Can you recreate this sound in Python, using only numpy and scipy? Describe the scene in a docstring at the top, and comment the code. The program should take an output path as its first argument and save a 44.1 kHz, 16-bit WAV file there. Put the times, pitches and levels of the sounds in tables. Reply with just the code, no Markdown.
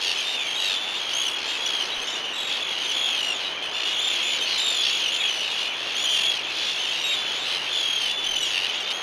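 """Near terns of a dune colony call: arched whistles with harmonics, chopped into trills ("kee"), and
rasping growls ("arr"), trains of noisy membrane snaps coloured by throat and beak bands.
Hundreds of farther calls by the same rules, and a band of fluttering noise, fuse into a chorus.
Filtered noise gives the surf beyond the dunes and two puffs of wind; wavering sines give a faint low drone.
An almost mono microphone hears it all."""
import sys
import numpy as np
from scipy import signal
from scipy.fft import rfft, irfft, next_fast_len
from scipy.io import wavfile
from scipy.ndimage import uniform_filter1d

SR = 44100
rng = np.random.default_rng(int(sys.argv[2]) if len(sys.argv) > 2 else 0)


def persist_wave(psi):
    """Save psi, clipped to +-1, as 16-bit WAV."""
    counts = np.round(np.clip(psi, -1, 1) * 32767).astype(np.int16)
    wavfile.write(sys.argv[1], SR, np.atleast_2d(counts).T)


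N = 397782
TIME = np.arange(N) / SR

# near growls: [start t/s, length t/s, mean burst rate f/Hz, throat level/dB of the buzz before gating,
# beak level/dB and treble level/dB over the throat]
NEAR_GROWLS = [(0, 0.145, 90.2, -29, -1, -20), (0.589, 0.18, 94.7, -29, -5.5, -21),
               (1.114, 0.046, 63, -36, -2, -20), (1.215, 0.14, 63.4, -39, -2, -7.5),
               (1.352, 0.17, 67, -32.5, -4.5, -30), (1.642, 0.26, 66.9, -35, -0.5, -21),
               (2.01, 0.04, 65.5, -32, -19, -17), (3.132, 0.086, 73.44, -30, -7, -22),
               (3.617, 0.061, 59.6, -30.5, -12, -23), (3.727, 0.21, 58, -30.5, -7.5, -34),
               (4.275, 0.13, 73.7, -27, -7.5, -29), (4.39, 0.055, 56, -45, -10, -14),
               (4.455, 0.17, 52, -46, 6, -8), (4.818, 0.1, 67.8, -30, 0.5, -20),
               (5.14, 0.037, 60.19, -30, -5, -23), (5.208, 0.11, 73.4, -26.5, -26, -27),
               (5.319, 0.14, 57, -32, -7, -20), (6.085, 0.11, 62, -42, 2, -8),
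               (6.138, 0.14, 44.2, -29.5, -5, -17), (6.298, 0.086, 59.5, -30, -2.5, -19),
               (7.45, 0.14, 72.3, -31, -9, -21), (7.996, 0.13, 54, -30, -5, -17),
               (8.5, 0.185, 92, -26, -8.5, -22.5), (8.894, 0.04, 23, -29.5, -4, -20)]
# growl bands, as filter points [f/Hz, level/dB]: throat, open beak, and the treble that near birds add
THROAT_BAND = [(900, -50), (1700, -12), (2300, -5), (3000, 6), (3700, -9), (4500, -19), (6000, -62)]
BEAK_BAND = [(3000, -20.5), (4000, 6), (4600, 4), (5500, -1.5), (6800, -6.5), (7600, -40)]
TREBLE_BAND = [(6500, -49), (7800, 8.5), (9500, 11.5), (11500, 2), (13500, -4), (15000, -48)]
# near cries: [start t/s, length t/s, pitch f/Hz at the onset, settled, at the end, level/dB before flicker,
# 2nd harmonic level/dB over the 1st, mean trill rate f/Hz, trill depth 0-1]
NEAR_CRIES = [(0.005, 0.098, 3100, 3550, 2500, -33, -12, 92, 0.44),
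              (0.175, 0.051, 3050, 3100, 3600, -34, -6, 45.4, 1),
              (0.235, 0.2, 3450, 3660, 3480, -33, -20, 78, .25),
              (0.37, 0.13, 2750, 2450, 2140, -34, -22, 57.6, 1),
              (0.441, 0.16, 3046, 3170, 3300, -33.5, -11, 50.6, .7),
              (0.55, 0.235, 3550, 3940, 3300, -31.5, -18, 48, .9),
              (0.595, 0.075, 3250, 3340, 3200, -32, -6, 53, 1),
              (0.758, 0.23, 3520, 3500, 3560, -32.5, -19, 94.2, 1),
              (0.991, 0.13, 3180, 3200, 3300, -34, -15, 54, 1),
              (1.129, 0.11, 2884, 3280, 3200, -31, -3, 60, 1),
              (1.245, 0.051, 2900, 3400, 2500, -31, -7.5, 62.3, 0.9),
              (1.203, 0.2, 3440, 3340, 3330, -31.5, -16.5, 39.3, 1),
              (1.455, 0.15, 3250, 3800, 3200, -41, -8, 95, 0.66),
              (1.476, 0.072, 3460, 3900, 2500, -40, -9, 48, 1),
              (1.6, 0.24, 3250, 3400, 2980, -30, -16.5, 60.2, 1),
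              (1.657, 0.025, 2850, 3100, 2940, -32, 0, 69, 0.9),
              (1.802, 0.08, 2930, 2750, 3500, -39, -7, 67, .85),
              (1.914, 0.043, 3830, 3930, 3810, -33, -43, 43, 0.05),
              (1.941, 0.076, 3020, 3040, 2850, -37, -11, 54, 1),
              (2.145, 0.24, 2650, 2970, 2670, -34.5, -16, 96.2, 1),
              (2.01, 0.18, 3150, 3180, 2720, -40, -4, 36, .9),
              (2.062, 0.125, 3340, 3450, 3260, -42, -4, 55, 1),
              (2.066, 0.065, 2620, 2750, 2680, -44, 0, 45, .2),
              (2.33, 0.18, 3600, 3900, 3650, -35.5, -12.5, 44, .9),
              (2.359, 0.23, 3590, 3400, 3240, -33, -18, 97.5, 1),
              (2.52, 0.09, 3630, 3900, 2900, -36, -21, 44, 0.4),
              (2.6, 0.17, 3400, 3400, 3100, -32, -16, 47.8, 0.95),
              (2.8, 0.033, 2900, 3600, 3150, -34, -6, 50, .1),
              (2.826, 0.11, 2900, 3260, 2780, -32.5, -8, 60, 1),
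              (2.93, 0.2, 3400, 3460, 3330, -31, -14, 65, .8),
              (2.965, 0.2, 3250, 3310, 3150, -29.5, -14, 45, .87),
              (3.167, 0.18, 3300, 2930, 2700, -27.5, -14, 53, 0.92),
              (3.21, 0.18, 3350, 3640, 3250, -43, -2, 60, 1),
              (3.399, 0.25, 2950, 2850, 3500, -36.5, -30, 90, 0.7),
              (3.438, 0.055, 3850, 3940, 3800, -35, -40, 70, .1),
              (3.57, 0.024, 2530, 2300, 2200, -32, -38, 50, .1),
              (3.62, 0.11, 3290, 2950, 3200, -36, -17, 46.5, .95),
              (3.716, 0.24, 3330, 3500, 3800, -36, -16, 52.3, 0.57),
              (3.744, 0.25, 2670, 2900, 2900, -32.5, -17, 55.4, 1),
              (3.842, 0.16, 3390, 3440, 2900, -33, -15.5, 50.3, 0.42),
              (3.926, 0.11, 2900, 3400, 2920, -36, -14, 58, 0.9),
              (3.985, 0.19, 3250, 3650, 3270, -29, -11, 36, .9),
              (4.169, 0.13, 3550, 3200, 3400, -30, -23, 71, .8),
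              (4.22, 0.16, 3350, 3540, 3270, -32, -8, 100, .4),
              (4.385, 0.079, 3740, 3700, 3600, -35, -21, 61, 0.4),
              (4.405, 0.055, 2850, 3260, 3020, -28, -12, 50, .2),
              (4.453, 0.15, 4380, 4430, 3800, -34, -30, 56, 1),
              (4.575, 0.255, 3450, 3690, 3330, -28.5, -8, 48, 1),
              (4.645, 0.061, 3670, 3730, 3660, -28, -33, 48, .1),
              (4.779, 0.12, 3100, 3530, 3070, -27, -29, 59, 0.98),
              (4.881, 0.22, 3220, 3420, 2730, -30, -11, 45.7, 0.76),
              (5.047, 0.074, 3260, 2800, 3050, -30, -22, 104, .86),
              (5.075, 0.11, 3050, 3270, 3100, -34.5, -10, 42, .2),
              (5.118, 0.12, 2900, 2900, 2100, -32, -23, 91.7, 1),
              (5.115, 0.17, 3380, 3520, 3230, -33, -9, 45, .85),
              (5.2, 0.1, 3320, 3330, 3250, -28.5, -22, 39, .5),
              (5.283, 0.15, 3050, 3000, 2880, -33.5, -7, 50.4, .93),
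              (5.421, 0.069, 2850, 3200, 2300, -33, -26, 56.5, 1),
              (5.507, 0.14, 3100, 3440, 2800, -35, -13, 74.3, 1),
              (5.553, 0.17, 2930, 2860, 3000, -34, -20, 53.7, 1),
              (5.581, 0.124, 3340, 3560, 3450, -35, -17, 46.3, 1),
              (5.855, 0.12, 3080, 3280, 3250, -40, -24, 70, 0.6),
              (5.948, 0.12, 2880, 3430, 3350, -30, -8, 68, .9),
              (5.99, 0.225, 2520, 2990, 2720, -33, -8, 42, .8),
              (6.04, 0.29, 3200, 3160, 3340, -27, -17, 67, 0.76),
              (6.09, 0.22, 3400, 3470, 3300, -31, -11, 65, .8),
              (6.241, 0.18, 3120, 3460, 2470, -32, -17, 42, .95),
              (6.632, 0.17, 2900, 2840, 2700, -39.5, -9, 65, 0.7),
              (6.769, 0.12, 2850, 3300, 2400, -37, -6, 63.5, 0.9),
              (6.823, 0.099, 3340, 3520, 3700, -37, -14, 39, .7),
              (6.867, 0.1, 3140, 3260, 3200, -34.5, -12, 46.7, 1),
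              (6.984, 0.097, 2870, 2930, 2700, -35, -9, 78, .83),
              (7.036, 0.125, 3790, 3780, 3650, -28, -15.5, 39, .1),
              (7.132, 0.19, 3320, 3500, 3300, -31, -18, 63, 0.74),
              (7.31, 0.097, 2970, 3450, 3300, -35.5, -11, 46, .65),
              (7.39, 0.065, 3900, 3700, 3200, -41, -10, 50, 0.05),
              (7.06, 0.046, 2900, 3300, 3500, -38, -4, 50, .1),
              (6.44, 0.07, 3200, 3550, 3700, -47, -8, 45, .8),
              (6.46, 0.22, 3550, 3500, 3050, -44, -29, 44.4, 0.4),
              (7.72, 0.15, 3330, 3480, 3200, -30.5, -15, 39, .8),
              (7.87, 0.21, 3250, 3300, 2950, -29.5, -14, 38, .8),
              (7.65, 0.29, 3100, 3220, 3150, -36.5, -14, 90.3, 0.76),
              (8.079, 0.2, 3380, 3470, 3440, -31, -21.5, 76.3, .68),
              (8.235, 0.255, 2750, 3140, 2680, -30, -9, 42, .9),
              (8.357, 0.15, 3480, 3460, 3000, -34.5, -10, 47, 0.9),
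              (8.417, 0.042, 3900, 3940, 3480, -32, -8, 50, .1),
              (8.455, 0.09, 3500, 3420, 3260, -34, -9, 50, .2),
              (8.68, 0.032, 2980, 3200, 2880, -27, -16, 40, .1),
              (8.682, 0.081, 2620, 2440, 2700, -38, -28, 83, .67),
              (8.72, 0.12, 3500, 3600, 3900, -39.5, -17, 87, .56),
              (8.742, 0.04, 3050, 3600, 3150, -42, -6, 50, .1),
              (8.797, 0.028, 2900, 2800, 2600, -31, -12, 40, .1),
              (8.802, 0.04, 2850, 3480, 2950, -40, -5, 50, .1),
              (8.828, 0.098, 3520, 3600, 3700, -35, -27, 51, 0.9),
              (8.92, 0.13, 3000, 3300, 3100, -31.5, -11, 83.5, 0.73)]
# far chorus over time: [t/s, reference level/dB, nearness as treble level/dB]
FAR_CHORUS = [(0.0, -28.5, -4), (2.28, -30, -7), (3.04, -27, -7.5), (3.64, -33.5, -10), (3.97, -26, -7.5),
              (5.33, -26.5, -10), (5.93, -30, -8), (6.18, -28, -12), (6.48, -27, -9.5), (8.44, -28.5, -10),
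              (9.02, -29.5, -15)]
# spectrum of the farthest voices, too many to tell apart: [f/Hz, level/dB]
BLUR_SPECTRUM = [(1500, -39.5), (2200, -1.5), (3100, -2), (4000, -5.5), (5000, -22.5), (6400, -11.5),
                 (7600, -41), (10000, -31.5), (13000, -36), (15000, -55)]
# spectrum of the breakers' hiss: [f/Hz, level/dB]
SURF_SPECTRUM = [(18, -60), (30, -35), (107, -15), (185, -10), (363, -1.5), (792, 0), (1200, -1.5),
                 (2000, -2), (3000, -7), (5000, -20), (8000, -40), (15000, -55)]
# low drone tones: [f/Hz before waver, level/dB before waver, start t/s, end t/s]
DRONE_TONES = [(98, -69, 0.5, 5.5), (127, -62.5, 5.5, 9.1)]
# wind on the microphone: [t/s, level/dB]
WIND_LEVELS = [(0.0, -101), (1.86, -123), (1.98, -51), (2.28, -121), (5.9, -112), (7.71, -84), (8.32, -52),
               (9.02, -96)]
# microphone response: [f/Hz, level/dB]
MICROPHONE_RESPONSE = [(20, -1), (13500, 1), (14600, 0), (15200, -14)]

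TRILL_SLOWING = 0.066  # share by which trills and bursts slow from start to end
SETTLE_S = .017  # time constant of the glide from onset to settled pitch
SAG_SHARE, DROP_POWER = .3, 4  # share of the fall that sags evenly; the rest drops late
# the 3rd harmonic follows the 2nd and is stronger in louder, nearer birds
THIRD_DB, THIRD_SLOPE, THIRD_PER_LEVEL = -3.5, 0.61, 0.39
# pitch shares: slow waver, fast jitter, sag to either side within a pulse; then level flicker
WAVER_SHARE, ROUGH_SHARE, DROOP_SHARE, FLICKER_DB = .004, .006, .008, 1.5
BLUR_DB = -9.5  # relative to the far chorus reference
SURF_DB = -39.5  # level of the 300-1500 Hz band, before the swell
TOP_HZ = 15084  # upper band edge of the recorder


def undb(db):
    """Decibel law: a level in dB becomes an amplitude ratio."""
    return 10 ** (np.asarray(db) / 20)


def unit(x):
    """Normalisation: the signal is scaled to rms 1."""
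    return x / np.sqrt(np.mean(x ** 2))


def colour(x, points):
    """Linear filtering: the spectrum is weighted by gains interpolated over log frequency."""
    hz, db = np.transpose(points)
    size = next_fast_len(N)
    f = np.maximum(np.arange(size // 2 + 1) * SR / size, 1)
    gain = undb(np.interp(np.log(f), np.log(hz), db))
    return irfft(rfft(x, size) * gain, size)[..., :N]


def walk(rate):
    """Slow random modulation: values drawn rate times a second, smoothed twice, spread near 1."""
    hold = int(SR / rate)
    steps = np.repeat(rng.standard_normal(N // hold + 1), hold)
    smooth = uniform_filter1d(uniform_filter1d(steps, hold), hold)
    return unit(smooth[:N])


def add(track, start, sound):
    """Superposition: a sound is summed into the track at a time in s."""
    i = int(start * SR)
    track[..., i:i + sound.shape[-1]] += sound[..., :max(N - i, 0)]


def trill(length, hz, duty, sharp):
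    """Periodic gating at a slowing rate: progress 0-1, place in the cycle, gate and soft ends."""
    u = np.arange(int(length * SR)) / (length * SR)
    cycle = length * hz * u * (1 + TRILL_SLOWING * (1 - u) / 2) % 1
    gate = np.clip(.5 + sharp * (duty / 2 - abs(cycle - .5)), 0, 1)
    ends = np.clip(np.minimum(u, 1 - u) * length / 0.0099, 0, 1)
    return u, cycle, gate, ends


def buzzing(hz=830, jitter=.04, breath=0.46):
    """Irregular pulse excitation: uneven snaps of the voice membranes with turbulent air."""
    phase = np.cumsum(hz * (1 + .08 * walk(6) + jitter * walk(900)) / SR)
    # one snap each time the phase completes a turn
    snaps = np.diff(np.floor(phase), prepend=0) * undb(2.9 * walk(900))
    return unit(unit(snaps) + breath * rng.standard_normal(N))


def growl(tracks, row, buzz):
    """Amplitude-gated buzz: bursts shared among throat, beak and treble tracks for later colouring."""
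    start, length, rate, db, beak_db, treble_db = row
    u, _, gate, ends = trill(length, rate, duty=0.57, sharp=19)
    burst = buzz[:len(u)] * gate * ends * np.sin(np.pi * u) ** 0.19
    add(tracks, start, burst * undb([[db], [db + beak_db], [db + treble_db]]))


def cry(track, row, wobble, fourth_db=-9):
    """Harmonic series on a gliding pitch, amplitude-modulated by the trill; pitch sags in each pulse."""
    start, length, onset, settled, end, db, db2, rate, depth = row
    u, cycle, gate, ends = trill(length, rate, duty=0.58, sharp=20)
    depth = np.clip(depth, 0, 1)
    fast, waver, flicker = wobble[:, :len(u)]

    fall = SAG_SHARE * u + (1 - SAG_SHARE) * u ** DROP_POWER
    glide = (onset - settled) * np.exp(-u * length / SETTLE_S)
    arch = settled + glide + (end - settled) * fall
    droop = DROOP_SHARE * depth * (1 - 2 * cycle)
    unsteady = (ROUGH_SHARE * fast + WAVER_SHARE * waver) * np.sqrt(depth)
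    hz = arch * (1 + droop + unsteady)

    # powers of one rotating phasor are its harmonics
    first = np.exp(2j * np.pi * np.cumsum(hz) / SR)
    second = first * first
    third, fourth = second * first, second * second
    db3 = THIRD_DB + THIRD_SLOPE * db2 + THIRD_PER_LEVEL * db
    tone = (first + undb(db2) * second + undb(db3) * third + undb(db3 + fourth_db) * fourth).imag

    pulses = unit(1 - depth + depth * gate)
    add(track, start, np.sqrt(2) * tone * ends * pulses * undb(db + FLICKER_DB * flicker))


def flock(cries, growls):
    """Superposed callers: each call reads its unsteadiness or buzz from a random place."""
    whistles, rasps = np.zeros(N), np.zeros((3, N))
    wobble = np.array([walk(500), walk(30), walk(45)])
    buzz = buzzing()
    places = rng.integers(0, N - SR, size=len(cries) + len(growls))
    for row, k in zip(growls, places[len(cries):]):
        growl(rasps, row, buzz[k:])
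    for row, k in zip(cries, places):
        cry(whistles, row, wobble[:, k:])
    voices = whistles
    for rasp, band in zip(rasps, (THROAT_BAND, BEAK_BAND, TREBLE_BAND)):
        voiced, steady = colour(np.array([rasp, buzz]), band)
        # the ungated buzz sets the level of each band
        voices = voices + voiced / np.std(steady)
    return voices


def echoes(x, t60, db):
    """Exponentially decaying reverberation: scattered short reflections from sand and grass."""
    t = np.arange(int(t60 * SR)) / SR
    tail = rng.standard_normal(len(t)) * np.exp(-np.log(1000) * t / t60) * (t > .004)
    return x + undb(db) * signal.fftconvolve(x, tail / np.linalg.norm(tail))[:N]


def far_birds(cry_count=520, growl_count=170):
    """Statistical superposition: random calls, by the rules of the near ones, at many levels."""
    s, db, treble_db = np.transpose(FAR_CHORUS)

    c = rng.random((cry_count, 10)).T
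    # somebody is always calling: starts are spread evenly, then scattered
    start = N / SR * (np.arange(cry_count) + 4 * c[0]) / cry_count - .15
    top = 2420 + 1600 * (c[1] + c[2]) / 2  # Hz
    # each cry rises steeply to its top and may fall further by the end
    arch = top * (1 - np.array([.13 * c[3], 0 * top, .17 * c[4]]))
    # longer cries are softer
    level = np.interp(start, s, db) - 11 + 11 * (c[5] - .5) - 5 * c[7] ** 3
    rate = 44 + 35 * c[6]
    length = .035 + .2 * c[7] ** 3
    second_db = np.interp(start, s, treble_db) - 6 - 14 * c[9]
    depth = 0.8 + 4.1 * c[8]  # clipped at 1, so most trills are full
    cries = np.vstack([abs(start), length, arch, level, second_db, rate, depth]).T

    g = rng.random((growl_count, 6)).T
    start = abs(N / SR * (np.arange(growl_count) + 3 * g[0]) / growl_count - .15)
    length = 0.058 + 0.2 * g[2]
    rate = 48 + 45 * g[1]
    throat = np.interp(start, s, db) - 10 + 8 * (g[3] - .5)
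    beak = -10 + 8 * g[5]
    treble = np.interp(start, s, treble_db) - 20.5 + 10 * g[4]
    growls = np.vstack([start, length, rate, throat, beak, treble]).T
    return flock(cries, growls)


def blur():
    """Incoherent summation: countless voices merge into a band of hiss that flutters at up to trill speed."""
    s, db, _ = np.transpose(FAR_CHORUS)
    air = rng.standard_normal(N) * undb(2.0 * walk(120) + 1.0 * walk(9))
    return unit(colour(air, BLUR_SPECTRUM)) * undb(np.interp(TIME, s, db) + BLUR_DB)


def surf():
    """Broadband noise of distant breakers: a smooth hiss, strongest in the mids, that swells a little."""
    hiss = colour(rng.standard_normal(N), SURF_SPECTRUM)
    band = signal.butter(N=4, Wn=[300, 1500], btype="band", fs=SR, output="sos")
    mids = signal.sosfilt(band, hiss)
    return hiss / np.std(mids) * undb(SURF_DB + .5 * walk(1.83))


def drone():
    """Frequency and amplitude modulation: low sines waver in pitch and level."""
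    out = np.zeros(N)
    for hz, db, t0, t1 in DRONE_TONES:
        fade = np.clip(np.minimum(TIME - t0, t1 - TIME) / 0.45, 0, 1)
        level = undb(db + 0.93 * walk(5.7))
        phase = 2 * np.pi * np.cumsum(hz * (1 + 0.02075 * walk(4.6))) / SR
        out += fade * level * np.sqrt(2) * np.sin(phase)
    return out


def wind():
    """Low-frequency noise of wind on the microphone: deep bass that rises in puffs."""
    bass = [(10, 11), (25, -4), (60, 2), (140, -26), (400, -70)]  # f/Hz, level/dB
    puffs = unit(colour(rng.standard_normal(N), bass))
    return puffs * undb(np.interp(TIME, *np.transpose(WIND_LEVELS)))


def scene():
    """Superposition in two channels: birds, leaning very slightly left, over surf, drone and wind."""
    near = echoes(flock(NEAR_CRIES, NEAR_GROWLS), t60=0.13, db=-27)
    far = echoes(far_birds(), t60=.4, db=-10)
    birds = near + far + blur()
    mid = birds + surf() + drone() + wind()
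    lean = colour(birds, [(1500, -109), (2500, -31), (4500, -30.5), (7000, -83), (15000, -50)])
    # a faint, time-shifted share of opposite sign in the two channels
    width = colour(np.roll(mid, N // 3), [(30, -42), (100, -47), (300, -37), (1500, -37), (3000, -31),
                                          (5500, -31), (8000, -45), (11500, -40), (13000, -22)])
    return np.array([mid + lean + width, mid - lean - width])


def record(dry):
    """Band limitation: the microphone fades in the top treble and the recorder cuts above it."""
    cut = signal.ellip(10, .2, 80, TOP_HZ, fs=SR, output="sos")
    return signal.sosfilt(cut, colour(dry, MICROPHONE_RESPONSE))


dry = scene()
out = record(dry)
persist_wave(out)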